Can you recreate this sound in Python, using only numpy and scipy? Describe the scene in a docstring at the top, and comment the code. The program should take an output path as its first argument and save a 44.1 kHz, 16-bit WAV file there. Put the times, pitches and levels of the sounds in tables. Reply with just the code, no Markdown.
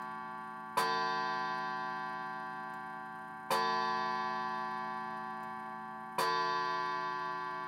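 """A mantel clock is striking the hour in a quiet room. At the start its coiled steel gong still rings
from earlier blows, and the fly, the air brake of the strike train, whirrs softly. A pin clicks as it
lifts the hammer. Then the hammer drops: the wooden case knocks, the hammer chatters on the coil, and
the gong's long partials add to what was left ringing. Click and blow come three times, about 2.7 s
apart, and the gong rings on after the last."""
import sys
import numpy as np
from scipy import signal
from scipy.fft import rfft, irfft
from scipy.io import wavfile

SR = 44100
rng = np.random.default_rng(int(sys.argv[2]) if len(sys.argv) > 2 else 0)


def unload_wav(signal):
    """Save mono or channel-first audio to the path in sys.argv[1] as 16-bit WAV at rate SR, clipped to [-1, 1]."""
    wavfile.write(
        sys.argv[1],
        SR,
        np.round(np.clip(np.atleast_2d(signal).T, -1, 1) * 32767).astype(np.int16),
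    )


N = 338247


def undb(db):
    """Gain of a level in dB."""
    return 10 ** (np.asarray(db) / 20)


def level(x, db):
    """Scale to an rms level."""
    return x * undb(db) / np.sqrt(np.mean(x ** 2))


def along(table, hz):
    """Read a curve of (frequency, value) points on a log-frequency axis."""
    points_hz, values = np.transpose(table)
    return np.interp(np.log(hz), np.log(points_hz), values)


def coloured(eq, size):
    """Noise through an EQ curve, rolling off 4 dB an octave below its first point."""
    hz = np.maximum(np.arange(size // 2 + 1) * SR / size, 1)
    rolloff_db = 4 * np.maximum(np.log2(eq[0][0] / hz), 0)
    return irfft(rfft(rng.standard_normal(size)) * undb(along(eq, hz) - rolloff_db), size)


def ring(hz, t60, times, sizes, attack_s):
    """One mode kicked at the given times; each kick swells in and adds to the phase already ringing."""
    onsets = np.maximum(np.ceil(times * SR).astype(int), 0)
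    parts = []
    for loss in np.log(1000) / t60, 1 / attack_s:
        pole = 2j * np.pi * hz - loss
        kicks = np.zeros(N, complex)
        np.add.at(kicks, onsets, sizes * np.exp(pole * (onsets / SR - times)))
        parts.append(signal.lfilter([1], [1, -np.exp(pole / SR)], kicks).imag)
    lasting, brief = parts
    return lasting - brief


def struck(modes, times, hit_db, scatter_db=3.5):
    """Short modes, each with a new phase and level at every hit."""
    out = 0
    chance = rng.random((len(times), len(modes), 2))
    for k, (hz, db, t60) in enumerate(modes):
        gains = undb(np.array(hit_db) + db + scatter_db * (chance[:, k, 0] - .5))
        phases = np.exp(2j * np.pi * chance[:, k, 1])
        out = out + ring(hz, t60, times, gains * phases, attack_s=.001)
    return out


# Room tone EQ: (frequency [Hz], relative level [dB])
ROOM_EQ = [(25, -13.5), (50, -13), (100, -2), (250, -0.5), (500, -18), (1200, -2.5), (3000, -30),
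           (6000, -33), (10000, -34.5), (15500, -35)]


def room_tone():
    """Still air: a faint, dark bed of noise."""
    return level(coloured(ROOM_EQ, N), -63)


# Noise bands of the whirr: (centre [Hz], width [Hz], level [dB])
WHIRR_BANDS = [(2201, 30, -75), (2900, 310, -82), (6500, 2300, -90.5), (9320, 450, -81),
               (12900, 4000, -85.5)]


def fly_whirr(mean_hz=31.0, swing_hz=1.9, speedup_hz_per_s=.2, lag_s=.3, puff_sharpness=.5):
    """The vane puffs once a turn; it runs free once the hammer drops and slows under the next lift."""
    t = np.arange(N) / SR
    blows = np.append(BLOW_TIMES, 2 * BLOW_TIMES[-1] - BLOW_TIMES[-2])
    cycle = np.interp(t - lag_s, blows, np.arange(len(blows)))  # fastest lag_s after each blow
    rate_hz = mean_hz + swing_hz * np.cos(2 * np.pi * cycle) + speedup_hz_per_s * t
    turns = np.cumsum(rate_hz) / SR
    turn_gain = undb(2.3 * rng.standard_normal(N // 500))[turns.astype(int)]
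    puffs = turn_gain * np.exp(-puff_sharpness * np.cos(2 * np.pi * turns))
    out = 0
    for hz, width, db in WHIRR_BANDS:
        resonance = signal.iirpeak(hz, hz / width, SR)
        out = out + level(signal.lfilter(*resonance, puffs * rng.standard_normal(N)), db)
    return out


# Cues for the hammer lifts: (time [s], level [dB])
LIFT_CUES = [(0.02, -54.5), (2.7357, -54.5), (5.431, -55.5)]
# Brass ring of the pin: (frequency [Hz], level relative to the cue [dB], decay t60 [s])
PIN_MODES = [(543, -7.5, 0.13), (1320, 2, 0.065), (2470, -7, 0.055), (6080, -14, 0.052), (7200, -11, 0.06),
             (8500, -8, .04), (15300, -8, .02)]


def pin_click(scrape_db=-5.5, scrape_t60=.076, low_cut_hz=2500):
    """The lifting pin meets the hammer tail: a short scrape and a faint ring of brass."""
    times, db = np.transpose(LIFT_CUES)
    triggers = np.zeros(N)
    triggers[(times * SR).astype(int)] = undb(db + scrape_db)
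    envelope = signal.lfilter([1], [1, -undb(-60 / (scrape_t60 * SR))], triggers)
    scrape = signal.lfilter(*signal.butter(2, low_cut_hz, "high", fs=SR), rng.standard_normal(N))
    return envelope * scrape + struck(PIN_MODES, times, db)


# EQ of the hammer's rattle: (frequency [Hz], relative level [dB])
CHATTER_EQ = [(60, -24), (150, -13), (600, -8), (1100, 1), (2000, -10.5), (4000, -15.5), (6500, -15.5),
              (9000, -17), (11000, -14.5), (12700, -22), (14300, -19), (15500, -27)]
# Its tail in the case and room: (frequency [Hz], decay t60 [s])
CHATTER_DECAY = [(300, 0.48), (2000, 0.29), (6000, 0.2), (15000, 0.15)]


def hammer_chatter(attack_s=.0046, release_at_s=.027, grain_db=1.5):
    """The hammer rattles briefly on the coil; case and room carry it on, the treble dying first."""
    out, size = np.zeros(N + SR), SR // 2
    t = np.arange(size) / SR
    attack = np.minimum(t / attack_s, 1) ** 2
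    for time in BLOW_TIMES[BLOW_TIMES > 0]:
        start = int(time * SR)
        grains = undb(grain_db * np.repeat(rng.exponential(size=size // 64 + 1), 64)[:size])
        rattle = level(coloured(CHATTER_EQ, size) * grains, -35.5)
        for hz in 100 * 2. ** np.arange(8):
            edges_hz = [hz / 2 ** .5, min(hz * 2 ** .5, .49 * SR)]
            octave = signal.sosfilt(signal.butter(3, edges_hz, "band", fs=SR, output="sos"), rattle)
            release = undb(-60 * np.maximum(t - release_at_s, 0) / along(CHATTER_DECAY, hz))
            out[start:start + size] += octave * attack * release
    return out[:N]


# Body of the wooden case: (frequency [Hz], level [dB], decay t60 [s])
CASE_MODES = [(204, -37.5, 0.057), (538, -35, 0.2), (755, -46, 0.16), (982, -17, 0.023), (1210, -39, 0.059),
              (2420, -27.5, 0.015), (2990, -48, 0.29)]


def case_knock(bounce_s=.0085):
    """The case knocks in a tight flam as the hammer hits the coil and touches it a second time."""
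    hit = struck(CASE_MODES, BLOW_TIMES, BLOW_ACCENTS)
    bounce = struck(CASE_MODES, BLOW_TIMES + bounce_s, BLOW_ACCENTS)
    return hit + bounce


# Cues for the hammer blows; those before zero leave only their ring: (time [s])
BLOW_TIMES = np.array([-12.52165, -9.87919, -7.26131, -4.60689, -1.86231, .7704, 3.5048, 6.18259])
# Accent of each blow: (gain [dB])
BLOW_ACCENTS = [.4, .4, .4, 0.28, 0.79, 0.29, 0.26, 0.44]
# Partials of the coil; close pairs beat: (frequency [Hz], level [dB], decay t60 [s])
GONG_PARTIALS = [(137.9, -68.9, 40.4), (167.2, -54.3, 18.5), (219.79, -50.2, 28.2), (288.75, -56.0, 21.7),
                 (367.08, -45.0, 11.2), (452.99, -38.6, 2.3), (653.55, -60.7, 20.4), (657.18, -48.5, 9.7),
                 (766.14, -44, 19.0), (881.83, -38.4, 13.0), (1007.22, -32.6, 8.8), (1138.91, -37.6, 12.9),
                 (1144.35, -58.2, 10.8), (1227.04, -66, 6.3), (1276.27, -61.2, 13.0),
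                 (1419.53, -50.8, 15.3), (1569.43, -41.4, 13.8), (1724.29, -43.1, 9.9),
                 (1887.07, -46.9, 8.4), (2054.09, -56.8, 8.3), (2227.95, -56.5, 11.0),
                 (2229.39, -64.3, 12.2), (2409.45, -60.5, 6.3), (2595.95, -52.7, 7.0),
                 (2788.42, -63.0, 8.5), (2923.2, -71, 5.0), (2987.67, -58.7, 6.9), (3052.15, -67.5, 5.5),
                 (3192.84, -55.3, 7.1), (3405.14, -57.4, 4.4), (3621.84, -52.2, 4.6), (3627.41, -49.6, 3.4),
                 (3848.16, -60.4, 5.2), (3909.09, -68, 4.8), (4029.91, -70, 4.8), (4079.01, -51.6, 6.0),
                 (4560.6, -42.5, 3.3), (4811.81, -53.9, 5.2), (5067.58, -59.4, 5.8), (5329.85, -66.3, 4.2),
                 (5597.83, -59.6, 3.8), (5872.08, -60.1, 4.8), (6729.7, -76.1, 3.2), (7638.72, -76.2, 2.9),
                 (7954.22, -76.3, 2.9), (10676.6, -76.7, 1.9)]
# Rough tremble on each partial: (partial frequency [Hz], depth [dB])
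TREMBLE_DEPTH = [(200, -34), (800, -16), (1600, -23.5), (2600, -13.5), (3400, -8), (4600, -24),
                 (6000, -18.5)]


def gong(dispersion=1.3, tremble_hz=55):
    """Each blow drives the same mix of partials; bending waves spread, so they start out of step."""
    out = 0
    for hz, db, t60 in GONG_PARTIALS:
        push = undb(db + np.array(BLOW_ACCENTS)) * np.exp(1j * dispersion * np.sqrt(hz))
        slow_noise = signal.lfilter(*signal.butter(2, tremble_hz, fs=SR), rng.standard_normal(N))
        tremble = level(slow_noise, along(TREMBLE_DEPTH, hz))
        out = out + ring(hz, t60, BLOW_TIMES, push, attack_s=.0061) * (1 + tremble)
    return out


def scene():
    """Mono mix: the strike up front, clockwork and room tone behind it."""
    strike = gong() + case_knock() + hammer_chatter()
    return (strike + pin_click() + fly_whirr() + room_tone())[None]


def record(dry, low_cut_hz=42.8, high_cut_hz=15850):
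    """The microphone loses the deep bass and cuts the top."""
    thin = signal.lfilter(*signal.butter(2, low_cut_hz, "high", fs=SR), dry)
    return signal.sosfilt(signal.ellip(10, .2, 80, high_cut_hz, fs=SR, output="sos"), thin)


dry = scene()
out = record(dry)
unload_wav(out)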